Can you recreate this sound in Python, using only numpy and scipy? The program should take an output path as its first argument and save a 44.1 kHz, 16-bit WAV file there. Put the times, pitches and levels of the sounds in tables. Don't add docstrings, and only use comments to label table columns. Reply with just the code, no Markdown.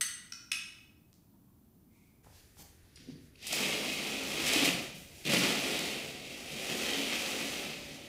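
import sys
import numpy as np
from scipy import signal
from scipy.fft import rfft, irfft
from scipy.io import wavfile

SR = 44100
rng = np.random.default_rng(int(sys.argv[2]) if len(sys.argv) > 2 else 0)


def undo_db(level):
    steps = np.asarray(level, float) / 20
    return 10 ** steps


def unload_audio(sound):
    columns = np.transpose(np.atleast_2d(sound))
    steps = np.round(np.clip(columns, -1, 1) * 32767)
    wavfile.write(sys.argv[1], SR, steps.astype(np.int16))


N = 356320

# [t/s, level/dB]
PULL_SPEED = [
    [(3.33, -81), (3.45, -45.5), (3.55, -33), (3.83, -39), (4.2, -39), (4.43, -35), (4.67, -30),
     (4.73, -50.5), (4.9, -57)],
    [(5.04, -59.5), (5.23, -58), (5.265, -32.5), (5.34, -29), (5.41, -30.5), (5.62, -37.5), (5.76, -36.5),
     (6.17, -47.5), (6.42, -47)],
    [(6.57, -41), (6.65, -40), (6.7, -38), (6.83, -36), (7.36, -37.5), (7.6, -40), (7.76, -46),
     (8.08, -52.5)],
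]
# [level re rattle/dB, share of speed swing, inertia/s]
DRIVEN = [
    (-15.5, 0.71, 0.02),
    (-4, 0.97, 0.031),
    (-9.5, 1.19, 0.032),
    (0.5, 1.03, 0.0029),
    (-5.5, 0.99, 0.0012),
]
# [t/s, change of lowest part/dB, change of highest part/dB, length/s]
JOLTS = [(3.414, 4, 5, 0.036), (3.464, -18, 9.5, 0.019), (3.5, 1, -1, .015), (3.526, -3, 4, 0.025),
         (3.596, -1, 2, 0.12), (4.457, -2.5, 5.5, 0.042), (4.525, 0, 3.5, 0.066), (4.642, -8, 8, 0.017),
         (4.759, 9.5, 8, 0.12), (5.246, 15, -1.5, 0.02), (5.277, 11, -10.5, 0.011), (5.327, 7.5, 2, 0.016),
         (5.373, -22, 1, 0.021), (5.62, 4.5, 0.5, 0.13), (5.78, -1, -1.5, .05), (6.54, 2.5, -2.5, 0.053),
         (6.686, 2.5, 2, .04), (7.555, 1.5, -1, 0.046)]
# [f/Hz, density/dB per Hz]
PULL_SPECTRUM = [(29, -52), (50, -5.5), (96, -20.5), (137, -3.5), (239, 0), (270, 3.5), (327, -0.5),
                 (724, -7), (967, -25), (1600, -25), (2530, -9), (3470, -13.5), (10000, -25), (14700, -31),
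                 (15800, -29)]
# [f/Hz, width/Hz, lift/dB]
RAIL_MODES = [(149, 17, 7), (204, 30, 4.5), (281, 8.8, 3), (290, 16, -8), (556, 36, 3), (726, 200, -2),
              (1274, 570, 6.5), (1980, 120, 3.5), (2160, 36, 5), (2500, 140, 1.5), (3060, 31, 1.5),
              (3240, 160, 2), (3780, 150, 3), (4440, 240, -0.5)]
# [t/s, level/dB, release to -20 dB/s]
WALK = [(3.62, -40, 0.04), (4.14, -53, -1.2), (4.4, -50, -0.7), (4.56, -41.5, .3), (5.26, -32, 0.16),
        (5.72, -55, 1.1), (6.5, -48, -1.7), (6.67, -40.5, 0.07), (7.28, -54, 0.7), (7.61, -51, 0.3)]
# [t/s, level/dB, attack/s, release to -20 dB/s]
FLOOR_SWAY = (4, -53.5, .45, 0.75)
# [t/s, peak level/dB, f/Hz, width/Hz]
THUMPS = [(2.975, -52, 380, 100), (3.074, -41, 453, 140), (3.086, -36, 264, 35), (3.118, -43, 149, 25),
          (3.155, -41.5, 267, 40), (4.56, -21.5, 290, 30), (4.63, -22.5, 290, 39.7), (4.675, -25, 313, 50),
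          (4.74, -37, 127, 25.2), (5.252, -33, 327, 80), (5.335, -18, 304, 120), (5.365, -25, 204, 25)]
# [f/Hz, density/dB per Hz]
CLOTH_SPECTRUM = [(35, -42), (60, -19), (146, 13), (206, 1), (255, 8), (604, -23), (817, -21), (1300, -36),
                  (4810, -30.5), (9910, -38), (15800, -38)]
# [t/s, thud level/dB, slap re thud/dB, release to -20 dB/s]
STEPS = [(2.245, -55, 3.5, 0), (2.3, -66, 3, -0.2), (2.57, -53, -4, 0.08), (2.82, -67.5, 1.5, 0.06),
         (2.97, -56.5, -19, 0.5), (3.074, -37, -37, 0), (4.92, -58, -8, 0.2), (5.08, -67, 1, 0.5)]
# [t/s, rustle level/dB, swish re rustle/dB, attack/s, release to -20 dB/s]
RUSTLES = [(2.22, -72.5, 4.5, .02, 1.3), (2.28, -65.5, -3, 0.075, -1.1), (2.55, -58, 4, 0.045, -0.03),
           (2.72, -74, -17, .15, -22), (2.96, -58.5, -17, 0.0091, 0.22), (3.06, -63, -14, 0.041, 0),
           (3.17, -75.5, 3.5, 0.061, -1.4), (3.34, -55, -25.5, 0.075, -5), (4.93, -58, 4.5, 0.025, 0.2),
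           (5.06, -60, 0, .1, 2)]
# [t/s, peak level/dB]
HOOK_CLINK = [(2.9572, -37)]
# [f/Hz, width/Hz, level/dB]
HOOK_MODES = [(2030, 60, -10), (2800, 50, -10), (4300, 60, -9), (4910, 35, 1), (5590, 30, 0),
              (7070, 40, -6), (7850, 40, -10), (8790, 28, -4), (9650, 25, -3)]
# [t/s, peak level/dB, f/Hz, width/Hz]
KNOCKS = [(2.245, -50.5, 650, 500), (2.27, -54, 1100, 200), (2.568, -49, 800, 400), (2.3, -51, 600, 150),
          (2.973, -43.5, 2200, 597), (3.355, -46.5, 2580, 300), (3.357, -50, 4500, 400),
          (3.378, -57, 4200, 2000), (3.468, -20, 5000, 6000), (3.4705, -36, 3000, 3000),
          (3.525, -16, 4500, 5000), (3.528, -15, 6040, 5000), (3.53, -30.5, 670, 100),
          (4.97, -59, 8000, 4030), (5.252, -20, 3000, 2500), (5.267, -26, 3000, 1980),
          (5.32, -20, 3700, 500), (5.345, -20, 2270, 300), (4.475, -26, 5000, 5000),
          (4.53, -20, 6000, 6000), (4.687, -16.5, 2680, 200), (5.79, -18, 5000, 5000)]
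CHATTER_LAGS = (13, 29, 47)
# [t/s, peak level/dB, bounce delay/ms, bounce share, contact corner f/Hz]
CLINKS = [
    (.0092, -12.5, 5.5, 0.97, 9010),
    (0.3209, -27, 2.0, 0.82, 4520),
    (0.5158, -15.5, 3.1, 0.78, 4000),
]
# [f/Hz, width/Hz, level/dB]
CLINK_MODES = [
    [(1370, 200, -8), (1940, 55, 0), (2950, 130, -7), (3320, 60, -10), (3690, 100, -9), (4420, 75, -5),
     (6190, 80, 1), (8120, 50, -2), (8320, 70, 0), (9750, 90, -9), (10500, 80, -3), (12900, 200, -15)],
    [(1370, 90, 2), (2500, 90, -6), (2990, 60, -9), (3910, 100, -11), (4460, 70, -10), (5400, 220, -1),
     (5840, 90, -1), (6890, 120, -15), (8400, 200, -14), (9900, 200, -20)],
    [(1330, 120, -12), (2120, 90, -12), (2540, 120, 1), (2930, 90, -9), (3480, 120, -7), (3950, 90, -12),
     (5130, 130, -12), (5430, 150, -8), (6320, 160, -9), (7260, 80, -16), (8580, 150, -8), (10600, 100, -7),
     (13100, 250, -22)],
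]
# [t/s, peak level/dB, f/Hz, width/Hz]
TAPS = [(1.13, -45, 4560, 5000), (1.141, -53, 6540, 2970), (1.279, -72, 778, 201), (1.339, -66, 930, 90.5),
        (1.483, -70, 1090, 88), (1.53, -73, 945, 90), (1.96, -67, 940, 88.6)]
# [f/Hz, T60/s]
KITCHEN_T60 = [(500, 0.97), (2500, 0.69), (6000, 0.65), (14000, 0.43)]
BEDROOM_T60 = [(100, 0.62), (500, 0.65), (3000, 0.72), (14000, 0.63)]
# [f/Hz, density/dB per Hz]
KITCHEN_AIR = [(12, -36.5), (20, -19), (65, -6), (126, -4.5), (149, -7), (192, -2.5), (300, -8), (539, -27),
               (603, -23), (1210, -30.5), (1950, -38), (7860, -38.5), (15800, -28)]
BEDROOM_AIR = [(12, -39), (20, -6), (88, 5), (181, -9.5), (375, -10.5), (969, -29.5), (1790, -19),
               (4500, -34), (7650, -41), (9830, -25), (15800, -35)]

CRUISE_DB = -38
JOLT_ATTACK_S, WALK_ATTACK_S, STEP_ATTACK_S = 0.0073, 0.046, 0.028
RUSTLE_HOLD = 0.73
RAIL_PLACES = 5
LIFT_S, LIFT_ATTACK_S, LIFT_HOLD_S, LIFT_RELEASE_S = 1.846, 0.11, 0.12, 0.3
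LIFT_RING_DB, SLEEVE_DB = -75.5, -77.5
ROOM_CHANGE_S = 2.225
KITCHEN_AIR_DB, BEDROOM_AIR_DB, CHANNEL_HISS_DB = -62.5, -61.5, -91


def curtain():
    contacts = grains(per_s=4000, spread_db=2.7)
    rattle = coloured(contacts, PULL_SPECTRUM, RAIL_MODES)
    wall, *parts = driven()
    bright = layered(rattle, [230, 900, 1800, 5000, 16200], parts, flicker_db=0.55)
    walk = sum(swell(s, db, WALK_ATTACK_S, fall_s) for s, db, fall_s in WALK)
    boom = layered(rattle, [70, 230], [wall + walk], flicker_db=1.0)
    slab = band(band(rattle, 55, 91), 55, 91)
    sway = swell(*FLOOR_SWAY) * rms_one(slab)
    thumps = band(ticks(THUMPS), 63, 450)
    return undo_db(-2.5) * (bright + boom + sway) + thumps


def driven():
    speed_db = in_time(sum(PULL_SPEED, [])) - CRUISE_DB
    low_db, high_db = 0, 0
    for s, low, high, length_s in JOLTS:
        jolt = swell(s, 0, JOLT_ATTACK_S, length_s, length_s / 2)
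        low_db = low_db + low * jolt
        high_db = high_db + high * jolt
    gains = []
    for height, (db, share, inertia_s) in zip(np.linspace(0, 1, len(DRIVEN)), DRIVEN):
        r = np.exp(-1 / (max(inertia_s, 1e-4) * SR))
        steady = signal.lfilter([1 - r], [1, -r], undo_db(CRUISE_DB + db + share * speed_db))
        gains.append(steady * undo_db((1 - height) * low_db + height * high_db))
    return gains


def gather():
    cloth = coloured(grains(per_s=9000, spread_db=1.2), CLOTH_SPECTRUM)
    thud, slap, rustle, swish = 0, 0, 0, 0
    for s, db, slap_db, fall_s in STEPS:
        step = swell(s, db, STEP_ATTACK_S, fall_s)
        thud = thud + step
        slap = slap + undo_db(slap_db) * step
    for s, db, swish_db, rise_s, fall_s in RUSTLES:
        rub = swell(s, db, rise_s, fall_s, RUSTLE_HOLD * rise_s)
        rustle = rustle + rub
        swish = swish + undo_db(swish_db) * rub
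    edges_hz = [80, 600, 1500, 6000, 15800]
    return undo_db(-2.5) * layered(cloth, edges_hz, [thud, slap, rustle, swish], flicker_db=0.3)


def hooks():
    (s, db), = HOOK_CLINK
    ring = struck(s, db + 3, HOOK_MODES, crack_db=-28)
    hook = band(chatter(ring, share=0.4), 2600, 11000)
    return hook + chatter(ticks(KNOCKS), share=0.6)


def spoon():
    hits = 0
    for (s, db, bounce_ms, share, dull_hz), modes in zip(CLINKS, CLINK_MODES):
        lifted = [(hz, width, level + 10 * np.log10(1 + (hz / dull_hz) ** 2)) for hz, width, level in modes]
        contact = signal.butter(1, min(dull_hz, 18000), fs=SR)
        click = struck(s, 0, lifted, crack_db=-16)[:SR]
        hit = chatter(signal.lfilter(*contact, click), share=0.4)
        hit = hit + share * np.roll(hit, round(bounce_ms * SR / 1000))
        hits = hits + undo_db(db) * hit / np.abs(hit).max()
    bright = band(band(hits, 1300, 17000), 1250, 18000)
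    return np.pad(bright, (0, N - SR))


def lift():
    white = rng.standard_normal(N)
    gesture = swell(LIFT_S, 0, LIFT_ATTACK_S, LIFT_RELEASE_S, LIFT_HOLD_S)
    foot = undo_db(LIFT_RING_DB) * rms_one(band(white, 2090, 2470))
    sleeve = undo_db(SLEEVE_DB) * rms_one(band(white, 2600, 11000))
    return gesture * (foot + sleeve)


def ticks(rows):
    return sum(struck(s, db, [(hz, width, 0)], crack_db=-70) for s, db, hz, width in rows)


def struck(s, peak_db, modes, crack_db):
    blow = np.zeros(SR // 5)
    blow[0] = 1
    for hz, width, db in modes:
        r, w = np.exp(-np.pi * width / SR), 2 * np.pi * hz / SR
        zeros = (1 - r * r) / 2 * np.array([1, 0, -1])
        ring = signal.lfilter(zeros, [1, -2 * r * np.cos(w), r * r], blow)
        blow = blow + (undo_db(max(db - crack_db, 0)) - 1) * ring
    out = np.zeros(N + len(blow))
    start = round(s * SR)
    out[start:start + len(blow)] = undo_db(peak_db) * blow / np.abs(blow).max()
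    return out[:N]


def chatter(blow, share):
    for lag in CHATTER_LAGS:
        taps = np.zeros(lag + 1)
        taps[[0, -1]] = 1, -share
        blow = signal.lfilter(taps[::-1], taps, blow)
    return blow


def grains(per_s, spread_db):
    sizes = undo_db(spread_db * np.minimum(rng.exponential(1, N), 5)) * rng.choice([-1, 1], N)
    contacts = rms_one(sizes * (rng.random(N) < per_s / SR))
    return contacts + 0.64 * rng.standard_normal(N)


def layered(source, edges_hz, gains, flicker_db):
    shared = drift(5.6) + 0.51 * drift(38)
    out = 0
    for low, high, gain in zip(edges_hz, edges_hz[1:], gains):
        flicker = undo_db(flicker_db * (shared + 1.8 * drift(20)))
        out = out + rms_one(band(source, low, high)) * gain * flicker
    return out


def swell(s, db, attack_s, release_s, hold_s=0):
    t = np.arange(0, N + 20, 20) / SR - s
    rise = np.clip(t / max(attack_s, 1e-3), 0, 1) ** 2
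    falling_s = np.maximum(t - attack_s - hold_s, 0)
    gain = rise * undo_db(db - 20 * falling_s / max(release_s, 1e-3))
    return np.repeat(gain, 20)[:N]


def drift(rate_hz):
    r = np.exp(-80 * np.pi * rate_hz / SR)
    slow = signal.lfilter([1], [1, -2 * r, r * r], rng.standard_normal(N // 40 + 2002))[2000:]
    return np.interp(np.arange(N) / 40, np.arange(len(slow)), rms_one(slow))


def coloured(x, spectrum, modes=()):
    hz = np.maximum(np.fft.rfftfreq(len(x), 1 / SR), 1)
    lift_db = sum(db / (1 + (2 * (hz - f) / width) ** 2) for f, width, db in modes)
    return irfft(rfft(x) * undo_db(at_hz(spectrum, hz) + lift_db), len(x))


def band(x, low_hz, high_hz):
    return signal.sosfilt(signal.butter(3, [low_hz, high_hz], "band", fs=SR, output="sos"), x)


def rms_one(x):
    return x / np.sqrt(np.mean(x ** 2) + 1e-20)


def in_time(rows):
    s, values = np.transpose(rows)
    return np.interp(np.arange(N) / SR, s, values, left=-200)


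def at_hz(points, hz):
    f, values = np.transpose(points)
    return np.interp(np.log(hz), np.log(f), values)


def bedroom(x):
    place = np.clip((np.arange(N) / SR - 3) / 5, 0, 1) * (RAIL_PLACES - 1)
    out = x
    for k in range(RAIL_PLACES):
        share = np.cos(np.pi / 2 * np.clip(place - k, -1, 1))
        out = out + echoes(x * share, BEDROOM_T60, first_echo_s=0.01345, wet_db=-3)
    return out


def kitchen(dish):
    wall = 0.35 * np.roll(dish, round(0.0108 * SR))
    return dish + wall + echoes(dish, KITCHEN_T60, first_echo_s=0.0105, wet_db=-0.5)


def echoes(x, t60s, first_echo_s, wet_db):
    t, tail = np.arange(SR) / SR, 0
    edges_hz = 40 * 2. ** np.arange(0, 9.1)
    white = rng.standard_normal((2, SR))
    for k, (low, high) in enumerate(zip(edges_hz, edges_hz[1:])):
        decay = undo_db(-60 * t / at_hz(t60s, np.sqrt(low * high)))
        tail = tail + band(white[k % 2], low, high) * decay
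    tail = tail * np.clip((t - first_echo_s) / 0.00017, 0, 1)
    return undo_db(wet_db) * signal.oaconvolve(x, tail / np.sqrt(np.sum(tail ** 2)))[:N]


def air():
    later = np.clip((np.arange(N) / SR - ROOM_CHANGE_S) / 0.013, 0, 1)
    kitchen_air = undo_db(KITCHEN_AIR_DB) * rms_one(coloured(rng.standard_normal(N), KITCHEN_AIR))
    bedroom_air = undo_db(BEDROOM_AIR_DB) * rms_one(coloured(rng.standard_normal(N), BEDROOM_AIR))
    return (1 - later) * kitchen_air + later * bedroom_air


def scene():
    first = kitchen(spoon() + ticks(TAPS)) + lift()
    second = bedroom(hooks() + gather() + curtain())
    return np.tile(first + second + air(), (2, 1))


def band_limit(x):
    return signal.sosfilt(signal.butter(12, 16310, fs=SR, output="sos"), x)


def record(dry):
    white = rng.standard_normal(N)
    hiss = rms_one(band(white, 80, 900)) + 0.5 * rms_one(band(white, 6000, 8500))
    trace = undo_db(CHANNEL_HISS_DB) * hiss * [[1], [-1]]
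    top_cut = signal.cheby2(20, 60, 15900, fs=SR, output="sos")
    mix = signal.sosfilt(top_cut, dry + trace)
    return band_limit(mix)


dry = scene()
out = record(dry)
unload_audio(out)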